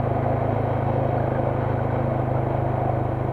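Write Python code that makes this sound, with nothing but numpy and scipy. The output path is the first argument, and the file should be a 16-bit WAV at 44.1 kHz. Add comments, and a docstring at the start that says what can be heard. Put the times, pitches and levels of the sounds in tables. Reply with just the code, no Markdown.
"""On a gravel track a single-cylinder quad bike is ridden at a steady pace, heard by a muffled helmet camera.
Each firing thumps through the exhaust as a sum of harmonic orders whose phases shape the pulse.
Gas rush, tyres and wind are noise in the resonances of machine and housing, gusting with the engine cycle.
The load rattles as short decaying modes; the electronics add steady hiss and a cluster of thin whining lines."""
import sys
import numpy as np
from scipy import signal
from scipy.fft import rfft, irfft
from scipy.io import wavfile

SR = 44100
rng = np.random.default_rng(int(sys.argv[2]) if len(sys.argv) > 2 else 0)


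def pcm_store(signal):
    """Save signal as 16-bit PCM."""
    levels = np.round(np.clip(np.atleast_2d(signal), -1, 1) * 32767)
    wavfile.write(sys.argv[1], SR, levels.astype(np.int16).T)


N = 146412


def amp(db):
    """Level law: decibels become a linear gain."""
    return 10 ** (np.asarray(db) / 20)


def rms_one(x):
    """Power normalization: scale a signal to rms 1."""
    return x / np.sqrt(np.mean(x ** 2) + 1e-20)


def in_time(rows):
    """Linear interpolation: the columns after the time column become curves with one value per sample."""
    s, *columns = np.transpose(rows)
    return [np.interp(np.arange(N) / SR, s, column) for column in columns]


def drift(rate_hz):
    """Low-passed noise: two equal real poles at rate_hz leave a slow random curve of spread 1."""
    step = 40  # samples between computed points
    r = np.exp(-2 * np.pi * rate_hz * step / SR)
    noise = rng.standard_normal(N // step + 2002)
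    slow = signal.lfilter([1], [1, -2 * r, r * r], noise)[2000:]  # drop the settling of the filter
    return np.interp(np.arange(N) / step, np.arange(len(slow)), rms_one(slow))


def resonate(x, hz, width_hz):
    """Damped oscillator: a conjugate pole pair passes a band of the given width."""
    r = np.exp(-np.pi * width_hz / SR)
    return signal.lfilter([1 - r, 0, r - 1], [1, -2 * r * np.cos(2 * np.pi * hz / SR), r * r], x + 1e-18)


def wandering(hz, width_hz):
    """Heterodyning: low-passed complex noise on a gliding carrier is noise in a moving resonance."""
    r = np.exp(-np.pi * width_hz / SR)
    noise = rng.standard_normal(N) + 1j * rng.standard_normal(N)
    envelope = signal.lfilter([1], [1, -2 * r, r * r], noise)
    carrier = np.exp(2j * np.pi * np.cumsum(hz) / SR)
    return (envelope * carrier).real


def electronics():
    """Circuit noise: spectrally shaped hiss, and sinusoids broadened by phase drift."""
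    # Spectrum of the hiss. Each row: frequency in Hz, relative level in dB.
    hiss_shape = [(3000, -4), (5000, -2), (7000, 2), (9000, 0), (14000, 0), (15500, -4)]
    # Lines of the whine. Each row: frequency in Hz, rms level in dB.
    whine_lines = [(9420, -97), (9489, -87), (9525, -86), (9562, -87), (9635, -96)]
    hiss_db = -69.5

    hz = np.fft.rfftfreq(N, 1 / SR)
    at_hz, shape_db = np.transpose(hiss_shape)
    gain = amp(np.interp(np.log(hz + 1), np.log(at_hz), shape_db))
    hiss = irfft(rfft(rng.standard_normal(N)) * gain, N)

    t = np.arange(N) / SR
    whine = 0
    for line_hz, db in whine_lines:
        whine = whine + np.sqrt(2) * amp(db) * np.sin(2 * np.pi * line_hz * t + .5 * drift(4))
    return amp(hiss_db) * rms_one(hiss) + whine


def roar(turn):
    """Source and filter: patchy noise in resonances, its level modulated by the engine cycle."""
    # Gas rush through one engine cycle, choked after the firing, then in three gusts.
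    # Each row: phase in turns, level in dB.
    stroke = [(0, 1.5), (.1, -2.5), (.2, -4.5), (.33, 2), (.53, -1.5), (.65, 1), (.75, -1), (.92, 2.5),
              (1, 1.5)]
    # Slow levels of the roar. Each row: time in seconds, upper roar in dB, treble roar in dB,
    # lower wandering resonance in dB, upper wandering resonance in dB.
    roar_levels = [(0.0, -38, -72, -34, -30), (0.03, -38.5, -62.5, -31, -28.5),
                   (0.71, -37, -57, -27, -31.5), (0.83, -36.5, -58.5, -32, -31.5),
                   (0.89, -39, -56.5, -26, -32.5), (1.37, -38, -60, -28, -28),
                   (1.56, -37.5, -60.5, -26.5, -41), (1.62, -37.5, -58.5, -31, -39),
                   (1.87, -39, -60, -32, -28.5), (1.92, -37.5, -59, -43, -41), (1.95, -37.5, -59, -30, -44),
                   (2.08, -38, -61.5, -28, -27), (2.21, -39, -62.5, -34, -28),
                   (2.35, -39.5, -62, -34.5, -34), (2.93, -39, -62, -31.5, -27),
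                   (3.28, -41.5, -61.5, -38, -32.5)]
    # Fixed resonances. Each row: centre in Hz, width of one pass in Hz, level in dB
    # (in the upper and treble bodies relative to their slow level).
    low_body = [(24.9, 40, -69.5), (105.4, 25, -46), (196, 100, -42.5), (264.6, 130, -39.5),
                (364, 42, -41.5), (437.5, 100, -38), (634, 200, -36), (786, 172, -38)]
    high_body = [(923, 387, 1), (1237, 63, -11), (1477, 170, -10), (1787, 880, -10.5), (2199, 350, -15.5)]
    treble_body = [(2620, 470, -7.5), (3140, 340, -5), (3840, 170, -10.5), (4286, 220, -15),
                   (5580, 500, -7)]
    # The two wandering resonances. Each row: width of one pole in Hz, level in dB relative to the slow level.
    mid_body = [(90, -2.5), (130, -3)]
    # Their centres. Each row: time in seconds, lower centre in Hz, upper centre in Hz.
    mid_centres = [(0.0, 535, 715), (0.2, 528, 724), (0.451, 547.4, 670.2), (0.65, 519, 714.2),
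                   (0.999, 535, 719.6), (1.299, 545, 704), (1.551, 545, 700), (1.751, 526.2, 720),
                   (1.999, 524.3, 715), (2.12, 545, 683.5), (2.299, 520, 719), (2.6, 556, 682),
                   (2.8, 520, 736.6), (2.95, 546, 705), (3.2, 537, 724.4), (3.32, 545, 705)]
    low_share, high_share, treble_share = .15, .5, .35  # part of the stroke's dB swing each body takes
    low_fade_db_per_s = -0.44  # the low roar eases off
    patchy_db = .5  # scale of the random level changes

    stroke_db = np.interp(turn % 1, *np.transpose(stroke))
    high_db, treble_db, *mid_db = in_time(roar_levels)
    bodies = [
        (low_body, low_share * stroke_db + low_fade_db_per_s * np.arange(N) / SR),
        (high_body, high_db + high_share * stroke_db),
        (treble_body, treble_db + treble_share * stroke_db)]

    out = 0
    together = drift(21)  # patchiness common to all resonances
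    for body, level_db in bodies:
        for hz, width_hz, db in body:
            patch_db = patchy_db * (1.47 * together + drift(4.4))
            rush = rng.standard_normal(N) * amp(patch_db)
            band = resonate(resonate(rush, hz, width_hz), hz, width_hz)
            out = out + amp(db + level_db) * rms_one(band)
    for hz, (width_hz, db), level_db in zip(in_time(mid_centres), mid_body, mid_db):
        patch_db = patchy_db * (1.1 * together + drift(5.3))
        out = out + amp(db + level_db + stroke_db + patch_db) * rms_one(wandering(hz, width_hz))
    return out


def rattles():
    """Modal decay: each knock of the load excites damped modes, the higher ones dying sooner."""
    # Knocks of the load. Each row: start in seconds, level in dB, pitch in Hz.
    knocks = [(0.24, -32, 1516), (0.3187, -38, 1600), (0.389, -36, 1510), (0.809, -40, 1457),
              (1.109, -50, 3150), (1.177, -51.5, 4350), (1.179, -31, 1434), (1.1995, -33, 1625),
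              (1.2365, -34, 1600), (1.324, -35, 1616), (1.332, -53, 3160), (1.349, -32, 1640),
              (1.364, -31, 1560), (1.6075, -32, 1465), (1.79, -31, 1474), (1.902, -32, 1533),
              (2.005, -36, 1560), (2.138, -37, 1470), (2.3655, -30, 1341), (2.8597, -46, 1424),
              (3.1449, -34.5, 1510)]
    # Modes of a knock. Each row: multiple of its pitch, level in dB relative to the knock.
    modes = [(1, 1), (1.42, -14.5), (2.1, -24), (3.05, -26.5)]
    t60_s, rise_s = .05, .001  # 60 dB decay time at the pitch itself; soft start

    out = np.zeros(N)
    for s, db, hz in knocks:
        start = int(s * SR)
        t = np.arange(min(int(t60_s * SR), N - start)) / SR
        rise = np.sin(np.pi / 2 * np.minimum(t / rise_s, 1)) ** 2
        ring = 0
        for k, mode_db in modes:
            ring = ring + amp(db + mode_db - 60 * k * t / t60_s) * np.sin(2 * np.pi * k * hz * t)
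        out[start:start + len(t)] += rise * ring
    return out


def exhaust(turn):
    """Fourier synthesis: harmonics of the firing rate, their phases bent by the dispersion of the pipe."""
    # Exhaust orders. Each row: multiple of the firing rate, level in dB
    # (the level is unused for the orders that have a slow level below).
    orders = [(1, -17), (2, -7), (3, -7), (4, -1), (5, 0), (6, -14.5), (7, -30), (8, -12.5), (9, -5.5),
              (10, -9.5), (11, -11.5), (12, -13), (13, -4.5), (14, -19.5), (15, -13.5), (16, -20.5),
              (17, -21), (18, -13.5), (19, -15.5), (20, -11), (21, -16.5), (22, -18.5), (23, -16),
              (24, -11), (25, -11), (26, -12.5), (27, -11), (28, -13), (29, -16.5), (30, -14.5)]
    # Slow level of the boom. Each row: time in seconds, 4th order in dB, 5th order in dB.
    boom = [(0.05, -28.5, -28.5), (0.6, -27, -29.5), (0.85, -28.5, -28.5), (1.15, -28.5, -27.5),
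            (1.5, -31.5, -27.5), (1.72, -29, -29.5), (1.95, -28.5, -28.5), (2.1, -30, -26.5),
            (2.27, -31.5, -26.5), (2.45, -29.5, -27.5), (2.9, -30, -27.5), (3.25, -32, -28)]
    # Upper orders with a slow level of their own, as multiples of the firing rate.
    strong = (9, 13, 20, 24, 27)
    # Slow level of these orders. Each row: time in seconds, then the level of each strong order in dB.
    upper = [(0.0, -37, -43, -42, -42, -44), (0.3, -35.5, -40, -43, -41, -41),
             (0.47, -35.5, -42, -47, -33, -41), (0.8, -36, -38, -49, -47, -43),
             (1.1, -36, -37, -40, -41, -37), (1.35, -37, -35, -39, -47, -42),
             (1.7, -38, -40, -36, -46, -39), (1.92, -36, -38, -40, -49, -47),
             (2.08, -37, -37, -43, -35, -49), (2.3, -41, -36, -42, -45, -38),
             (2.6, -43, -37, -49, -40, -43), (2.9, -40, -37, -46, -50, -42), (3.3, -47, -37, -52, -46, -50)]
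    # Resonances of the pipe, each delaying the orders around it. Each row: centre in orders, width in orders.
    pipe = [(4.15, .4), (9.5, .15), (14.2, 1.1)]
    random_phase = range(15, 20)  # the weak middle orders start at random phases, so the pulse is less peaky
    exhaust_db = -32.5
    waver_db, waver_rad, clean_orders = .6, .055, 6.5  # wavering grows above the clean orders
    thump_lead_turn, thump_lag_rad = .12, 5.6  # timing and phase of the thump, before the pipe
    lead_rad, spread_rad = .45, .005  # the pipe smears the pulse: high orders arrive first

    slow_db = dict(zip((4, 5) + tuple(strong), in_time(boom) + in_time(upper)))
    out = 0
    for k, db in orders:
        loose = 1 + (k / clean_orders) ** 2
        most_waver_db = 1.5 if k in slow_db else 3
        level_db = slow_db.get(k, exhaust_db + db) + np.minimum(waver_db * loose, most_waver_db) * drift(9)
        if k < random_phase[0]:
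            pipe_lag = sum(np.arctan((k - at) / width) for at, width in pipe)
            offset = 2 * np.pi * k * thump_lead_turn - thump_lag_rad - pipe_lag
        else:
            offset = lead_rad + spread_rad * k * k
            if k in random_phase and k not in slow_db:
                offset += rng.uniform(0, 2 * np.pi)
        phase = 2 * np.pi * k * turn + offset + waver_rad * loose * drift(2.5)
        out = out + np.sqrt(2) * amp(level_db) * np.cos(phase)
    return out


def housing(outside):
    """Transmission loss: the camera housing dips at two resonances and muffles the treble."""
    # Dips of the housing. Each row: centre in Hz, width in Hz.
    dips = [(2800, 70), (3530, 140)]
    for hz, width_hz in dips:
        outside = outside - .6 * resonate(outside, hz, width_hz)
    return signal.sosfilt(signal.butter(6, 4290, fs=SR, output="sos"), outside)


def scene():
    """Superposition: airborne sources pass the housing, the electronics add directly, in mono."""
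    # Each row: time in seconds, firing rate in Hz.
    firing = [(0.0, 26.55), (0.195, 26.27), (0.391, 26.79), (0.586, 27.0), (0.781, 26.39), (0.976, 26.56),
              (1.172, 26.52), (1.367, 25.92), (1.562, 26.01), (1.758, 26.57), (1.953, 26.46),
              (2.148, 25.55), (2.344, 25.71), (2.539, 26.01), (2.734, 25.8), (2.929, 25.56), (3.125, 25.33),
              (3.32, 26.32)]
    start_turn = -.086
    # Phase is the integral of the firing rate, in engine cycles.
    turn = start_turn + np.cumsum(in_time(firing)[0]) / SR
    outside = roar(turn) + rattles() + exhaust(turn)
    return (electronics() + housing(outside))[None]


def record(dry):
    """Band limiting: a steep elliptic low-pass cuts the top above 15.5 kHz."""
    return signal.sosfilt(signal.ellip(12, .5, 80, 15500, fs=SR, output="sos"), dry)


dry = scene()
out = record(dry)
pcm_store(out)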